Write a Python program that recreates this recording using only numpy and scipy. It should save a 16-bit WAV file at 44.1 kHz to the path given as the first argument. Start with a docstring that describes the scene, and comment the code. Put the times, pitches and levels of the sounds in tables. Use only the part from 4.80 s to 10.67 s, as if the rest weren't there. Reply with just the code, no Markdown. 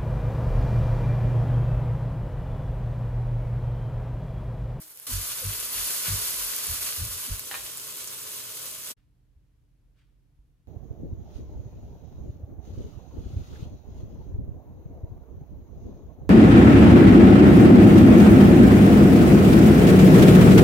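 """At a kitchen stove, mince and vegetables fry under an extractor fan, close to a two-port microphone.
Four shots: a faint fizz; loud frying while a spatula shoves the food, its strokes giving low thuds;
the pan left to fry, with a double knock of the spatula being put down; a quiet room with soft bumps.
The sizzle is steam bubbles bursting in fat, each ringing briefly; exploding water drops make the spits.
The pan reaches the ports directly and by way of the kitchen's reflections."""
import sys
import numpy as np
from scipy import signal
from scipy.fft import rfft, irfft, next_fast_len
from scipy.io import wavfile
from scipy.ndimage import uniform_filter1d

SR = 44100
rng = np.random.default_rng(int(sys.argv[2]) if len(sys.argv) > 2 else 0)


def waveform_to_disk(signal):
    """Save audio, clipped to [-1, 1], as 16-bit WAV at the path in sys.argv[1]."""
    frames = np.transpose(np.atleast_2d(signal))
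    scaled = np.clip(frames, -1, 1) * 32767
    samples = np.round(scaled).astype(np.int16)
    wavfile.write(sys.argv[1], SR, samples)


N = 258973
SIZE = next_fast_len(N, True)
TIME, HZ = np.arange(N) / SR, np.fft.rfftfreq(SIZE, 1 / SR)

# Air rush of the fan. Each row: frequency in Hz, relative density in dB.
FAN_SPECTRUM = [(15, -26.5), (42, -6.5), (120, 0.5), (200, -4), (280, -8.5), (380, -3.5), (620, -14.5),
                (740, -19), (1100, -13), (3000, -28), (12000, -52.5)]


def gain_of(db):
    """Decibels to amplitude."""
    return 10 ** (np.asarray(db) / 20)


def unit_rms(x):
    """Scale to rms 1."""
    return x / np.sqrt(np.mean(x ** 2) + 1e-20)


def curve_at(points, hz):
    """Interpolate rows of (Hz, value) on a log-frequency axis."""
    points_hz, values = np.transpose(points)
    return np.interp(np.log(hz + 1), np.log(points_hz + 1), values)


def coloured(x, colour):
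    """Filter by rows of (Hz, dB)."""
    return irfft(rfft(x, SIZE) * gain_of(curve_at(colour, HZ)), SIZE)[..., :N]


def drift(rate_hz):
    """Smooth random curve of rms 1, rolling off at rate_hz."""
    grid_s = np.arange(2048) * N / SR / 2047
    hz = np.fft.rfftfreq(len(grid_s), grid_s[1])
    spectrum = rfft(rng.standard_normal(len(grid_s))) * np.exp(-(hz / rate_hz) ** 2) * (hz > 0)
    return unit_rms(np.interp(TIME, grid_s, irfft(spectrum)))


def shot(start_s, end_s, fade_in_s=0.00034, fade_out_s=0.0005):
    """Gate with faded edges."""
    return np.clip((TIME - start_s) / fade_in_s, 0, 1) * np.clip((end_s - TIME) / fade_out_s, 0, 1) ** 2


def kitchen(x):
    """Reflections at each port: a diffuse tail, each band dying at its own rate."""
    # Each row: frequency in Hz, 60 dB decay time in seconds.
    decay_times = [(150, .35), (1000, 0.11), (4000, 0.16), (15000, 0.048)]
    hz, t, bands = signal.stft(rng.standard_normal((2, SR // 2)), SR, nperseg=256)
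    t60_s = curve_at(decay_times, hz)[:, None]
    tail = signal.istft(bands * gain_of(-60 * t / t60_s) / np.sqrt(t60_s), SR)[1]
    tail[:, :128] = 0  # nearest wall answers after 3 ms
    return signal.fftconvolve(x[None], tail / np.linalg.norm(tail[0]), axes=1)[:, :N]


def pan_to_ports(x):
    """The pan's resonances lift a sound, which reaches both ports directly and via the room."""
    # Each row: centre in Hz, width in Hz, lift in dB.
    resonances = [(520, 45, 4.5), (1110, 150, 1.5), (1490, 100, 2.5), (2900, 380, 1), (4180, 270, 0.5)]
    # Each row: frequency in Hz, share of power on the direct path.
    direct_share = [(100, 0.53), (400, 0.98), (800, 0.36), (1200, 0.48), (2000, 0.62), (3200, 0.59),
                    (4500, 0.13), (6500, 0.48), (8000, 0.26), (9200, .65), (10200, 1), (15000, 1)]
    # Each row: frequency in Hz, phase lead of the left port in radians.
    left_lead = [(0, 0), (1400, 0), (3000, 1.5), (5200, 3.3), (6500, .8), (8000, -1.3), (8550, -3.1),
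                 (10100, -6.28), (11800, -9.42), (13350, -12.57), (15000, -15.7)]
    lift_db = sum(db / (1 + (2 * (HZ - hz) / width_hz) ** 2) for hz, width_hz, db in resonances)
    share = np.clip(curve_at(direct_share, HZ), 0, 1)
    half_lead = np.exp(0.5j * np.interp(HZ, *np.transpose(left_lead)))
    direct = rfft(x, SIZE) * np.sqrt(share) * np.array([half_lead, 1 / half_lead])
    reflected = rfft(kitchen(x), SIZE) * np.sqrt(1 - share)
    return irfft(gain_of(lift_db) * (direct + reflected), SIZE)[:, :N]


def clicks(per_s, spread_db):
    """Impulses at random moments, most small, a few large."""
    out = np.zeros(N)
    at = np.flatnonzero(rng.random(N) < per_s / SR)
    sizes_db = spread_db * np.minimum(rng.exponential(1, N)[at], 5)
    out[at] = gain_of(sizes_db) * np.sign(rng.random(N)[at] - 0.5)
    return out


def bubbles(per_s, spread_db, decay_cycles=0.55, sizes=5):
    """Steam bubbles burst in fat, each size ringing at its own pitch; mean spectrum flattened."""
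    t = np.arange(256) / SR
    pops = np.zeros(N)
    for hz in np.geomspace(1400, 13000, sizes) * rng.uniform(1.0, 1.07, sizes):
        ring = np.exp(-t * hz / decay_cycles) * np.cos(2 * np.pi * hz * t)
        pops += signal.oaconvolve(clicks(per_s / sizes, spread_db), ring)[:N]
    spectrum = rfft(pops, SIZE)
    mean_power = uniform_filter1d(abs(spectrum) ** 2, size=4001)
    return unit_rms(irfft(spectrum / np.sqrt(mean_power), SIZE)[:N])


def sizzle(colour, db, per_s, spread_db, steam_db, sputter_db, ticks_per_s, ticks_db, surge_db):
    """Patches of the pan bubble and hiss in uneven spurts, with dry ticks of spattering fat."""
    out, patches = np.zeros((2, N)), 5
    for place in range(patches):
        patch = bubbles(per_s / patches, spread_db) + gain_of(steam_db) * rng.standard_normal(N)
        ticks = gain_of(ticks_db) * unit_rms(clicks(ticks_per_s / patches, spread_db))
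        out += pan_to_ports(patch * gain_of(sputter_db * drift(45)))
        out += np.array([np.roll(ticks, 10 + place), ticks])  # longer path to the left port
    return gain_of(db + surge_db * drift(9.2)) * unit_rms(coloured(out, [(60, -37.5)] + list(colour)))


def faint_fizz():
    """Soft, high sizzle, more steam than bubbles."""
    # Each row: frequency in Hz, gain in dB.
    colour = [(250, -32), (520, -12), (1050, -8.5), (2500, -10.5), (5000, -6), (7500, -5.5), (8300, 0),
              (10000, -0.5), (12500, 2.5), (14300, 0), (15300, -3)]
    return sizzle(colour, db=-46, per_s=4000, spread_db=1, steam_db=1.5, sputter_db=4,
                  ticks_per_s=230, ticks_db=-11, surge_db=1)


def noise(colour, db, apart=0.51):
    """Steady coloured noise; apart scales the part that differs between the ports."""
    white = rng.standard_normal(N) + apart * rng.standard_normal((2, N))
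    return gain_of(db) * unit_rms(coloured(white, colour))


def hum(tones, waver_hz=3, flutter_db=2):
    """Motor tones wavering in pitch and strength."""
    out = np.zeros(N)
    for hz, db in tones:
        cycles = np.cumsum(hz + waver_hz * drift(15)) / SR
        out += np.sqrt(2) * gain_of(db + flutter_db * drift(6)) * np.sin(2 * np.pi * cycles)
    return out


def faint_fan(fade_s=0.055):
    """Faint air rush and hum; two low tones die away at the very start."""
    # Each row, both tables: frequency in Hz, level in dB.
    steady_tones = [(438, -78.5), (635, -79.5)]
    fading_tones = [(314, -62.5), (635, -64.5)]
    fading = np.exp(-TIME / fade_s) * hum(fading_tones)
    return noise(FAN_SPECTRUM, db=-70) + hum(steady_tones, waver_hz=8.3) + fading


def spits(gain_db=7, crack=0.83, crack_s=0.00069, spray_db=-21, spray_s=0.005, lag_s=0.0015):
    """Water drops explode in the fat: a wide crack, a very short high ring, a brief spray."""
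    # Each row: time in seconds, relative level in dB, ring pitch in Hz, ring decay in seconds.
    drops = [(0.032, -31, 12000, .0001), (0.0927, -38, 12000, .0001), (0.1727, -30, 12000, 0.00011),
             (0.198, -25, 12000, 0.00017), (0.2667, -21.5, 11000, .00012), (0.747, -19.5, 10100, 0.000056),
             (0.7994, -15, 10200, .00011), (1.182, -21.5, 10600, 0.00013), (1.7627, -13, 12800, .00012),
             (1.8675, -13.5, 11200, 0.00018), (1.9447, -16.5, 12300, 0.00011), (2.2504, -19, 9400, .0001),
             (2.3267, -21.5, 9400, .0001), (2.462, -20, 9600, .0001), (2.594, -17, 14000, .00016),
             (2.972, -18.5, 10600, 0.000043), (3.044, -26, 13000, .00012), (3.1705, -25, 13100, .00013),
             (3.2734, -20, 7150, 0.00011), (3.816, -24, 13300, .00012), (3.9608, -27, 13000, .00012)]
    out, t = np.zeros(N), np.arange(1024) / SR
    for at_s, db, hz, ring_s in drops:
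        burst = crack * np.exp(-t / crack_s) + gain_of(spray_db) * np.exp(-t / spray_s)
        ring = np.exp(-t / ring_s) * np.cos(2 * np.pi * hz * t)
        pop = ring + burst * rng.uniform(-0.25, 0.5, len(t))
        start = round((at_s + lag_s) * SR)
        out[start:start + len(t)] += gain_of(db + gain_db) * pop
    return pan_to_ports(coloured(out, [(200, -24.5), (1500, -7.5), (5000, -1.5)]))


def crackles(db, per_s=110, spread_db=3):
    """Larger bubbles pop one by one, lower in pitch than the hiss."""
    # Each row: frequency in Hz, gain in dB.
    colour = [(300, -29.5), (1100, -3.5), (3000, -0.5), (5500, 0.5), (8000, -3), (14000, -12.5)]
    return gain_of(db) * unit_rms(pan_to_ports(coloured(clicks(per_s, spread_db), colour)))


def stirred_frying():
    """Sizzle and crackle swell as fresh food is turned onto the hot metal, then sink."""
    # Each row: time in seconds, relative level in dB.
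    swell = [(0.28, -35), (0.9, -35), (1.02, -32), (1.22, -32), (1.33, -32), (1.55, -32.5), (1.88, -33.5),
             (1.99, -33.5), (2.1, -33), (2.21, -36.5), (2.55, -37)]
    # Each row: frequency in Hz, gain in dB.
    colour = [(250, -12), (520, -12), (640, -6.5), (730, -16.5), (1050, -6), (1900, -8), (3100, -4.5),
              (4500, -1.5), (7500, -1), (8300, 1.5), (10500, 3), (12700, 3.5), (14300, 1.5), (15000, -33.5)]
    frying = sizzle(colour, db=3, per_s=6000, spread_db=2.5, steam_db=-1, sputter_db=1.9,
                    ticks_per_s=140, ticks_db=-19, surge_db=0.52)
    return gain_of(np.interp(TIME, *np.transpose(swell))) * (frying + crackles(db=-13))


def extractor_fan():
    """Rushing air and motor hum."""
    # Each row: frequency in Hz, level in dB.
    tones = [(119, -70), (432, -66), (630, -71)]
    return noise(FAN_SPECTRUM, db=-60, apart=0.27) + hum(tones, waver_hz=4.5, flutter_db=3.5)


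def sliding_food(gain_db=-4, drag_db=-47.5, per_s=1500, sticking_db=2, build=0.32, ease=0.76, pieces=3):
    """Wet pieces stick and slip over the pan: a slight steady drag plus shoves of the spatula."""
    # Each row: peak time in seconds, length in seconds, relative level in dB.
    shoves = [(0.76, 0.14, -40.5), (0.962, .09, -37), (1.265, 0.08, -33), (1.71, .07, -41.5),
              (1.85, 0.25, -42.5), (2.45, 0.048, -51)]
    # Each row: frequency in Hz, gain in dB.
    colour = [(200, -32.5), (450, -5), (730, -14.5), (1050, 0), (2000, -2), (3100, 3.5), (6000, -14),
              (14000, -34.5)]
    effort = gain_of(drag_db) * np.ones(N)
    for peak_s, length_s, db in shoves:
        u = (TIME - peak_s) / length_s
        shove = gain_of(db) * np.exp(-(u / np.where(u < 0, build, ease)) ** 2)
        effort = np.hypot(effort, shove)
    grains = sum(pan_to_ports(bubbles(per_s / pieces, spread_db=1)) for _ in range(pieces))
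    grains *= gain_of(sticking_db * drift(34))
    return gain_of(gain_db) * effort * unit_rms(coloured(grains, colour))


def dull_knocks(sag=0.1, roughness=0.35):
    """Short dull knocks of the pan and one wet squelch, each sagging in pitch."""
    # Each row: peak time in seconds, half length in seconds, level in dB, pitch at the peak in Hz.
    pulses = [(0.305, 0.02, -49.5, 249), (0.629, 0.015, -46, 517), (1.29, .008, -34, 135.3),
              (2.49, 0.012, -42, 237), (4.114, .005, -48.5, 269.7)]
    out, grain = np.zeros(N), 1 + roughness * drift(92.3)
    for peak_s, half_s, db, hz in pulses:
        u = np.clip((TIME - peak_s) / half_s, -5, 5)
        cycles = np.cumsum(hz * np.exp(-sag * u)) / SR
        out += gain_of(db) * np.exp(-u ** 2) * np.sin(2 * np.pi * cycles)
    return grain * out


def stroke_thuds(tones_db=-2.5, third_db=-15, wobble=0.071, rise=0.46, hold=0.5, fall=0.88, touch=0.82):
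    """Low, fluttering thuds with each spatula stroke: a tone near 95 Hz, its lower octave and rumble."""
    # Each row: peak time in seconds, half length in seconds, relative level in dB, tone in Hz,
    # lower octave against the tone in dB, relative level of first contact in dB.
    strokes = [(0.366, .028, -29, 93.7, 2, -47), (0.683, 0.023, -27, 99, -8.5, -56),
               (1.013, 0.034, -47, 93.5, 3, -63.5), (1.336, 0.023, -24.5, 95, -8.5, -39.5),
               (1.643, 0.048, -56.5, 90, 10, -61.5), (1.915, 0.015, -31, 76.6, -3.5, -49),
               (2.031, .04, -50.5, 85, -10, -67), (2.203, 0.012, -33.5, 97, -20, -52.5),
               (2.228, .009, -23.5, 84.2, -6.5, -42.5), (2.257, 0.014, -34, 95.8, -9, -61),
               (2.34, .028, -42, 88, -10.5, -63.5), (2.528, 0.013, -29, 97, 2.5, -41.5),
               (2.83, .032, -58.5, 95, 4.5, -66)]
    tones, rumble_gain, contacts = np.zeros((3, N))
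    waver = 1 + wobble * drift(25)
    for peak_s, half_s, db, hz, low_db, contact_db in strokes:
        u = (TIME - peak_s) / half_s  # rise, hold, fall and touch are in half lengths
        cycles = np.cumsum(hz * waver) / SR
        low_phase = np.pi * (cycles - np.interp(peak_s, TIME, cycles))  # octave under the tone
        swell = np.exp(-0.5 * (np.minimum(u + 0.89, 0) / rise) ** 2 - np.maximum(u - hold, 0) / fall)
        contact = gain_of(contact_db) * np.exp(-((u + 2) / touch) ** 2)
        tone = np.cos(2 * low_phase)
        partials = gain_of(low_db) * np.sin(low_phase) + tone + gain_of(third_db) * np.sin(3 * low_phase)
        tones += gain_of(db) * swell * partials + contact * tone
        rumble_gain += gain_of(db) * swell ** 0.19
        contacts += contact
    rumble = noise([(15, -23), (45, 6), (90, 3), (150, -6), (300, -18.5), (1500, -77)],
                   db=-21, apart=0.24)
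    bump = noise([(70, -12), (140, -2), (230, -4.5), (330, -16.5), (1500, -63)], db=-11, apart=0.24)
    return gain_of(tones_db) * tones + rumble_gain * rumble + contacts * bump


def resting_frying():
    """Food left alone sizzles evenly, with light crackle."""
    # Each row: frequency in Hz, gain in dB.
    colour = [(250, -8.5), (520, -5.5), (640, -6), (730, -13.5), (1050, -3), (1900, -7.5), (3100, -0.5),
              (4500, -0.5), (7500, 1.5), (8300, 4), (10500, 3), (12700, 3.5), (14300, 3.5), (15000, -5.5)]
    frying = sizzle(colour, db=-37, per_s=5000, spread_db=3, steam_db=-2.5, sputter_db=1.5,
                    ticks_per_s=140, ticks_db=-11.5, surge_db=0.65)
    return frying + crackles(db=-53.5)


def spatula_knocks(rattle_s=0.071):
    """Hard plastic lands on the worktop: hollow clack, brighter bounce, short rattle, reflections."""
    # Each row: start in seconds, level in dB, decay in seconds, gain under 1 kHz in dB, rattle in dB.
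    landings = [(2.7133, -29, 0.00134, 1.5, -18.5), (2.741, -27.5, 0.0028, 0, -20)]
    # Each row: frequency in Hz, gain in dB.
    colour = [(200, -26.5), (450, -11.5), (750, -2), (1100, -3.5), (1500, 0), (1900, 2.5), (2400, -1.5),
              (2900, -2), (3900, -3.5), (5500, -14.5), (14000, -44)]
    clack = np.zeros(N)
    for start_s, db, ring_s, body_db, rattle_db in landings:
        t = abs(TIME - start_s)
        blow = (TIME >= start_s) * (np.exp(-t / ring_s) + gain_of(rattle_db) * np.exp(-t / rattle_s))
        plastic = coloured(rng.standard_normal(N), colour)
        plastic = coloured(plastic, [(1000, body_db), (2000, 0.0038)])
        clack += gain_of(db) * blow * unit_rms(plastic)
    return clack + kitchen(clack)


def quiet_room():
    """Low room rumble and appliance hum."""
    # Each row: frequency in Hz, relative density in dB.
    rumble = [(12, -36), (28, -21.5), (43, -3.5), (75, -6), (100, -12), (150, -13.5), (210, -22.5),
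              (350, -28), (600, -37.5), (1000, -45.5), (3000, -48.5), (8000, -60), (15000, -63)]
    # Each row: frequency in Hz, level in dB.
    tones = [(43, -65.5), (120, -72), (144, -78), (291, -84.5)]
    return noise(rumble, db=-65, apart=0.8) + hum(tones, waver_hz=1.7, flutter_db=0)


def microphone_hiss(db=-83.5):
    """Self-noise, independent at each port."""
    # Each row: frequency in Hz, gain in dB.
    colour = [(1000, 7.5), (6000, 0), (8600, -2), (10300, 0), (13800, -1), (15000, -13)]
    return gain_of(db) * unit_rms(coloured(rng.standard_normal((2, N)), colour))


def rustles(grain_db=1):
    """Soft, grainy hisses that swell quickly and die away."""
    # Each row: peak time in seconds, rise in seconds, fade in seconds, relative level in dB.
    swells = [(4.182, .014, 0.051, -78.5), (5.195, 0.031, 0.07, -74.5)]
    # Each row: frequency in Hz, gain in dB.
    colour = [(500, -24), (1400, 1), (3300, -1), (4800, -7), (6300, -14), (9000, -15), (11000, -24),
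              (14000, -24)]
    envelope = np.zeros(N)
    for peak_s, rise_s, fade_s, db in swells:
        t = TIME - peak_s
        envelope += gain_of(db) * np.exp(-(np.minimum(t, 0) / rise_s) ** 2 - np.maximum(t, 0) / fade_s)
    return envelope * gain_of(grain_db * drift(70)) * noise(colour, db=1, apart=1)


def handling(ring_s=0.018, press_s=0.004, tap_s=0.0079):
    """A hand shifts on the camera body: soft bumps, each with a light tap and a rub of skin."""
    # Each row: start in seconds, relative level in dB, pitch in Hz, relative tap level in dB.
    bumps = [(4.564, -46, 70, -83.5), (5.588, -43, 48.9, -76)]
    # Each row: frequency in Hz, gain in dB.
    tap_colour = [(300, -12), (650, -4), (950, 3), (1300, -19), (4000, -30)]
    out = np.zeros((2, N))
    rub = noise([(60, 17), (250, -8), (900, -18), (1500, -32), (6000, -55)], db=-17)
    tap = noise(tap_colour, db=-7)
    for start_s, db, hz, tap_db in bumps:
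        t = np.maximum(TIME - start_s, 0)
        envelope = gain_of(db) * (1 - np.exp(-t / press_s)) * np.exp(-t / ring_s)
        out += envelope * (np.sin(2 * np.pi * hz * t) + rub)
        out += gain_of(tap_db) * np.exp(-abs(TIME - start_s) / tap_s) * tap
    return out


def scene():
    """Three shots at the stove, then the quiet room."""
    # In seconds: stirring starts, stirring ends, frying ends, quiet room starts.
    cuts_s = [0.267, 2.565, 4.142, 4.165]
    stir_s, rest_s, stop_s, room_s = cuts_s
    stove = (shot(0, stir_s) * (faint_fizz() + faint_fan())
             + spits()
             + shot(stir_s, rest_s) * (stirred_frying() + sliding_food())
             + shot(stir_s, room_s) * (extractor_fan() + dull_knocks() + stroke_thuds())
             + shot(rest_s, room_s) * (resting_frying() + spatula_knocks()))
    room = quiet_room() + microphone_hiss() + rustles() + handling()
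    return shot(0, stop_s, fade_out_s=0.027) * stove + shot(room_s, np.inf, fade_in_s=0.0086) * room


def record(dry, edge_hz=16100):
    """The colour of each port, then a low-pass band limit."""
    # Each row: frequency in Hz, left minus right in dB.
    balance = [(25, -2.5), (45, -3.5), (80, 2.5), (170, -1), (380, -4), (600, -0.5), (850, 5.5), (1400, 0),
               (4000, 0.5), (6000, -2.5), (7700, 0), (8200, -2), (10000, 0)]
    port_db = curve_at(balance, HZ) * np.array([[0.5], [-0.5]])
    ports = irfft(rfft(dry, SIZE) * gain_of(port_db), SIZE)[:, :N]
    low_pass = signal.firwin(511, edge_hz, window=("kaiser", 9), fs=SR)
    return signal.oaconvolve(ports, low_pass[None], "same")


dry = scene()
out = record(dry)
waveform_to_disk(out)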